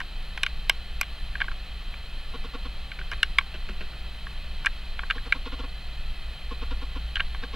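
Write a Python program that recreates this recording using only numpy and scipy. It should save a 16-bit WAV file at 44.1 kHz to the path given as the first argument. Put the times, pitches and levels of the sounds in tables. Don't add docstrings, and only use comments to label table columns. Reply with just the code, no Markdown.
import sys
import numpy as np
from scipy import signal
from scipy.fft import rfft, irfft
from scipy.io import wavfile
from scipy.ndimage import uniform_filter1d

SR = 44100
rng = np.random.default_rng(int(sys.argv[2]) if len(sys.argv) > 2 else 0)


def log_audio(samples):
    frames = np.atleast_2d(samples).T
    limited = np.clip(frames, -1, 1)
    pcm = np.round(limited * 32767).astype(np.int16)
    wavfile.write(sys.argv[1], SR, pcm)


N = 332955
TIME_S = np.arange(N) / SR
CLICK_S = 0.006

# freq_hz, width_hz, gain_db
HOUSING_MODES = [
    [(339, 73, -14.5), (660, 790, -12), (1114, 83, 4.5)],
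    [(1380, 160, 2), (1599, 127, 8), (1890, 114, 1.5)],
    [(2200, 210, 4.5), (2476, 68, 0.5)],
    [(2853, 180, 5.5), (3153, 167, 3.5), (3404, 370, 0), (4100, 2300, -26)],
    [(5100, 1240, 3), (5900, 450, 2), (6200, 320, 0), (7320, 620, -0.5), (7900, 1200, 0.5),
     (10480, 1000, -4), (12000, 730, 3.5), (13900, 1300, -9)],
]


def from_db(db):
    return 10 ** (np.asarray(db) / 20)


def add(track, start_s, sound):
    at = round(start_s * SR)
    sound, at = sound[max(0, -at):], max(0, at)
    track[at:at + len(sound)] += sound[:max(0, N - at)]


def levelled(sound, rms_db, length_s):
    return sound * from_db(rms_db) * np.sqrt(length_s * SR / (np.sum(sound ** 2) + 1e-20))


def even(x, over_s):
    return x / np.sqrt(uniform_filter1d(x ** 2, int(over_s * SR)) + 1e-12)


def resonate(force, modes):
    out = 0
    for k, (freq_hz, width_hz, gain_db) in enumerate(modes):
        r = np.exp(-np.pi * width_hz / SR)
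        poles = [1, -2 * r * np.cos(2 * np.pi * freq_hz / SR), r * r]
        gain = (-1) ** k * from_db(gain_db) * (1 - r * r) / 2
        out = out + gain * signal.lfilter([1, 0, -1], poles, force + 1e-18)
    return out


def band(x, low_hz, high_hz, order=2):
    edges_hz = [low_hz, min(high_hz, SR / 2 - 500)]
    return signal.sosfilt(signal.butter(order, edges_hz, "band", fs=SR, output="sos"), x)


def noise(spectrum, peaks=()):
    hz = np.maximum(np.arange(N // 2 + 1) * SR / N, 1)
    points_hz, points_db = np.transpose(spectrum)
    power = from_db(np.interp(np.log(hz), np.log(points_hz), points_db, right=-200)) ** 2
    for centre_hz, width_hz, peak_db in peaks:
        power += from_db(peak_db) ** 2 / (1 + ((hz - centre_hz) / width_hz) ** 2 * 2) ** 2
    return irfft(rfft(rng.standard_normal(N)) * np.sqrt(power * SR / 2), N)


def outdoor_rumble(drone_gain_db, rumble_db, swell_share):
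    # freq_hz, relative_db
    spectrum = [(3, -78), (9, -50.5), (19, -44.5), (27, -46.5), (34, -54.5), (44, -57), (60, -63),
                (72, -75.5), (82, -68.5), (110, -77), (250, -110)]
    # freq_hz, width_hz, gain_db
    mode = [(53.42, 6.6, 0)]
    # time_s, relative_db
    envelope = [(0, -47), (0.5, -37), (1.2, -38.5), (2.1, -41.5), (3.3, -40), (4.3, -39), (4.8, -37),
                (5.3, -39), (5.8, -35), (6.35, -38.5), (6.7, -31.5), (7.55, -36.5)]
    swell_db = np.interp(TIME_S, *np.transpose(envelope))
    rumble_gain = from_db(rumble_db + swell_share * (swell_db - swell_db.mean()))
    rumble = rumble_gain * even(noise(spectrum), over_s=0.8)
    drone = resonate(resonate(rng.standard_normal(N + SR), mode), mode)[SR:]
    return rumble + from_db(swell_db + drone_gain_db) * even(drone, over_s=0.2)


def camera_whirr():
    # freq_hz, density_db_per_hz
    hiss = [(80, -91.5), (140, -70.5), (200, -78), (250, -84.5), (450, -86), (620, -83), (1000, -86.5),
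            (2000, -87), (3600, -84), (4200, -90), (4600, -101), (7000, -103.5), (12000, -103),
            (16000, -107)]
    # freq_hz, width_hz, density_db_per_hz
    peaks = [(738, 52, -84), (1152, 50, -83.5), (1374, 220, -85.5), (1757, 64, -80), (1997, 150, -82.5),
             (2557, 180, -77.5), (3136, 140, -74), (4023, 142, -75.5), (4317, 84, -78.5),
             (4750, 500, -91.5)]
    # pitch_hz, rms_db
    tones = [(100, -69), (191.5, -62.5)]
    hum = sum(np.sqrt(2) * from_db(db) * np.sin(2 * np.pi * hz * TIME_S) for hz, db in tones)
    return noise(hiss, peaks) + hum


def whine(pitch_hz, rms_db):
    return np.sqrt(2) * from_db(rms_db) * np.sin(2 * np.pi * pitch_hz * TIME_S)


def sizzle(period_s, first_s, length_s, gain_db):
    gate = uniform_filter1d(1. * ((TIME_S - first_s) % period_s < length_s), SR // 50)
    return gate * from_db(gain_db) * band(rng.standard_normal(N), 9700, 10400)


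def hand_bumps(lead_s, decay_s, grains_per_s):
    # time_s, level_db
    bumps = [(2.998, -42), (3.131, -45), (3.547, -39), (3.695, -35.5), (3.813, -37), (3.938, -47)]
    # freq_hz, width_hz, gain_db
    body_modes = [(204, 15, 4.5), (365, 31, 1), (580, 160, -7.5), (1070, 130, -7.5), (1450, 170, -1),
                  (2680, 420, -2.5)]
    out, t = np.zeros(N), np.arange(SR // 8) / SR
    for time_s, level_db in bumps:
        grains = rng.standard_normal(len(t)) * (rng.random(len(t)) < grains_per_s / SR)
        scuff = band(resonate(grains * np.exp(-t / decay_s), body_modes), 120, 6300)
        add(out, time_s - lead_s, levelled(scuff, level_db, decay_s))
    return out


def burst(t, length_s):
    return np.exp(-((t - t.mean()) / (length_s / 2)) ** 4)


def lens_motor(step_hz, hum_s, hum_db, rattle_s, rattle_db, lead_s):
    # time_s, relative_db
    nudges = [(2.352, -36.5), (2.454, -39), (2.551, -35.5), (2.662, -39), (5.167, -39), (5.27, -39.5),
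              (5.362, -39), (5.47, -35), (5.535, -36.5), (5.602, -36.5), (5.645, -39), (6.523, -35.5),
              (6.63, -37.5), (6.722, -36), (6.831, -39.5), (6.969, -38), (7.439, -36.5), (7.545, -37)]
    # freq_hz, width_hz, gain_db
    hum_modes = [(279, 65, 3.5), (484, 72, -0.5)]
    # freq_hz, width_hz, gain_db
    rattle_modes = [(755, 420, -7.5), (1105, 74, 6), (1400, 58, 1), (3100, 1500, -6)]
    out, t = np.zeros(N), np.arange(SR // 8) / SR
    for time_s, nudge_db in nudges:
        rate_hz = step_hz * (1 + rng.normal(0, 0.03) + rng.normal(0, 0.55, len(t)))
        step_count = np.floor(np.cumsum(rate_hz) / SR)
        steps = np.diff(step_count, prepend=0) * rng.lognormal(0, 0.24, len(t))
        hum = band(resonate(steps * burst(t, hum_s), hum_modes), 170, 710)
        gears = rng.standard_normal(len(t)) * burst(t, rattle_s)
        rattle = band(resonate(gears, rattle_modes), 610, 4200, order=3)
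        nudge = levelled(hum, nudge_db + hum_db, hum_s)
        nudge += levelled(rattle, nudge_db + rattle_db, rattle_s)
        add(out, time_s - t.mean() - lead_s, nudge)
    return out


def click_force(t, rebound_s, rebound_db, grit_db, grit_s):
    force = rng.standard_normal(len(t)) * from_db(grit_db) * t / grit_s * np.exp(1 - t / grit_s)
    force[0] += 1
    force[round(rebound_s * SR)] += from_db(rebound_db)
    return force


def metal_ring(force, click_db, crack_db):
    # freq_hz, width_hz, gain_db
    mode = [(5491, 20, -22)]
    heavy_click_db, weight_share = -14.5, 0.6
    ring_db = crack_db + mode[0][2] + weight_share * (click_db - heavy_click_db)
    return levelled(resonate(force, mode), ring_db, CLICK_S)


def housing_crack(force, crack_db, gain_db):
    soft_reach_hz, extra_reach_hz, hard_crack_db = 6450, 7000, -24.5
    reach_hz = soft_reach_hz + extra_reach_hz * from_db(crack_db - hard_crack_db)
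    crack = band(resonate(force, HOUSING_MODES[-1]), 3700, reach_hz)
    return levelled(crack, crack_db + gain_db, CLICK_S)


def housing_ring(force, click_db, tilt_db_per_oct, rebound_s):
    # low_hz, high_hz, centre_hz, relative_db
    registers = [(280, 1970, 1120, -10), (1230, 1960, 1610, 0.5), (1800, 2510, 2184, -2),
                 (2370, 4320, 2988, -4)]
    low_hz, high_hz, centre_hz, register_db = np.transpose(registers)
    in_step_db = 5 * np.cos(2 * np.pi * centre_hz * rebound_s)
    share_db = register_db + tilt_db_per_oct * np.log2(centre_hz / centre_hz[0]) + in_step_db
    share_db -= 10 * np.log10(np.sum(from_db(share_db) ** 2))
    return sum(levelled(band(resonate(force, modes), low, high), click_db + share, CLICK_S)
               for modes, low, high, share in zip(HOUSING_MODES, low_hz, high_hz, share_db))


def housing_clicks(tail_db, tail_s, edge_db):
    # start_s, relative_db, tilt_db_per_oct, crack_offset_db, rebound_s
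    clicks = [(0.0025, -27.5, -3, -20, 0.0011), (0.0129, -33, -3, -25, 0.00078),
              (0.3751, -30, -7.5, -19, 0.00035), (0.4326, -18.0, -0.5, -13.5, 0.00034),
              (0.4634, -22.5, 9, -20, 0.00079), (0.6959, -13, 2.5, -10.5, 0.00098),
              (1.0119, -20.5, 2.5, -6.5, 0.00086), (1.03, -32.5, 1.5, -29, 0.00098),
              (1.353, -28.5, -4, -38, 0.0012), (1.4024, -28, 0, -29, 0.0006),
              (1.4098, -28.5, -10, -26, 0.0004), (1.4156, -19, -4.5, -39, 0.00129),
              (1.4414, -37.0, -7.0, -28, 0.00095), (1.4813, -29.5, -11.0, -38, 0.0012),
              (1.514, -36.5, -5, -25, 0.00076), (1.939, -39, 0, -26, 0.00088),
              (2.9165, -33.5, 8, -34, 0.00051), (2.988, -36.5, -4.5, -34, 0.00048),
              (3.0122, -36.5, -8, -32, 0.00062), (3.115, -30, 1, -14.5, 0.00074),
              (3.1201, -36, -7, -24, 0.00096), (3.1256, -32, -19, -24, 0.00045),
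              (3.1324, -32.5, -4, -22, 0.00103), (3.2299, -13.0, 8, -18, 0.00062),
              (3.3847, -11.0, 1.0, -23, 0.00092), (3.41, -37, -8.0, -37, 0.001),
              (4.2672, -35.0, -10, -28, 0.00071), (4.6465, -29, -4, -24, 0.00077),
              (4.659, -21, 5, -13, 0.00082), (4.6657, -16.5, 4.5, -31, 0.00117),
              (4.991, -28, 0, -37, 0.00078), (5.033, -32.0, -11, -36, 0.00076),
              (5.1003, -22.5, -3, -30, 0.0013), (5.1079, -19.0, 5.5, -26.5, 0.0011),
              (5.18, -35, -3.0, -33, 0.0012), (5.3231, -13.5, 4, -29.5, 0.00049),
              (7.1558, -24, 10.5, -22, 0.00067), (7.1667, -25.5, 3, -35, 0.0007),
              (7.1754, -35, 0.5, -31, 0.00119), (7.196, -27, 0, -37, 0.00051),
              (7.2017, -22.5, -3.5, -34, 0.0011), (7.2039, -22, 6, -31, 0.00066),
              (7.3465, -35.5, -9, -24, 0.001), (7.4357, -34, -1, -26, 0.00062)]
    out, t = np.zeros(N), np.arange(SR // 8) / SR
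    for start_s, click_db, tilt_db_per_oct, crack_offset_db, rebound_s in clicks:
        force = click_force(t, rebound_s, rebound_db=-3, grit_db=-17, grit_s=0.00094)
        rattle = rng.standard_normal(len(t)) * from_db(tail_db) * np.exp(-t / tail_s)
        ring = housing_ring(force + rattle, click_db, tilt_db_per_oct, rebound_s)
        crack_db = click_db + crack_offset_db
        crack = housing_crack(force, crack_db, gain_db=-1)
        edge = levelled(band(force, 9000, 15200), crack_db + edge_db, CLICK_S)
        add(out, start_s, ring + crack + edge + metal_ring(force, click_db, crack_db))
    return out


def scene():
    clicks = from_db(0.48) * housing_clicks(tail_db=-32, tail_s=0.0078, edge_db=-13.5)
    motor = lens_motor(step_hz=245.3, hum_s=0.018, hum_db=-3.5, rattle_s=0.03, rattle_db=-5, lead_s=0.003)
    electronics = sizzle(period_s=0.99, first_s=0.16, length_s=0.28, gain_db=-57.5)
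    electronics += whine(pitch_hz=15725, rms_db=-78)
    bumps = hand_bumps(lead_s=0.0064, decay_s=0.014, grains_per_s=3000)
    rumble = outdoor_rumble(drone_gain_db=-1.5, rumble_db=-32.5, swell_share=0.15)
    mono = rumble + camera_whirr() + electronics + bumps + motor + clicks
    left = np.concatenate([[0], mono[:-1]])
    return np.array([left, mono])


def record(dry):
    return signal.sosfilt(signal.ellip(10, 0.1, 80, 15950, fs=SR, output="sos"), dry)


dry = scene()
out = record(dry)
log_audio(out)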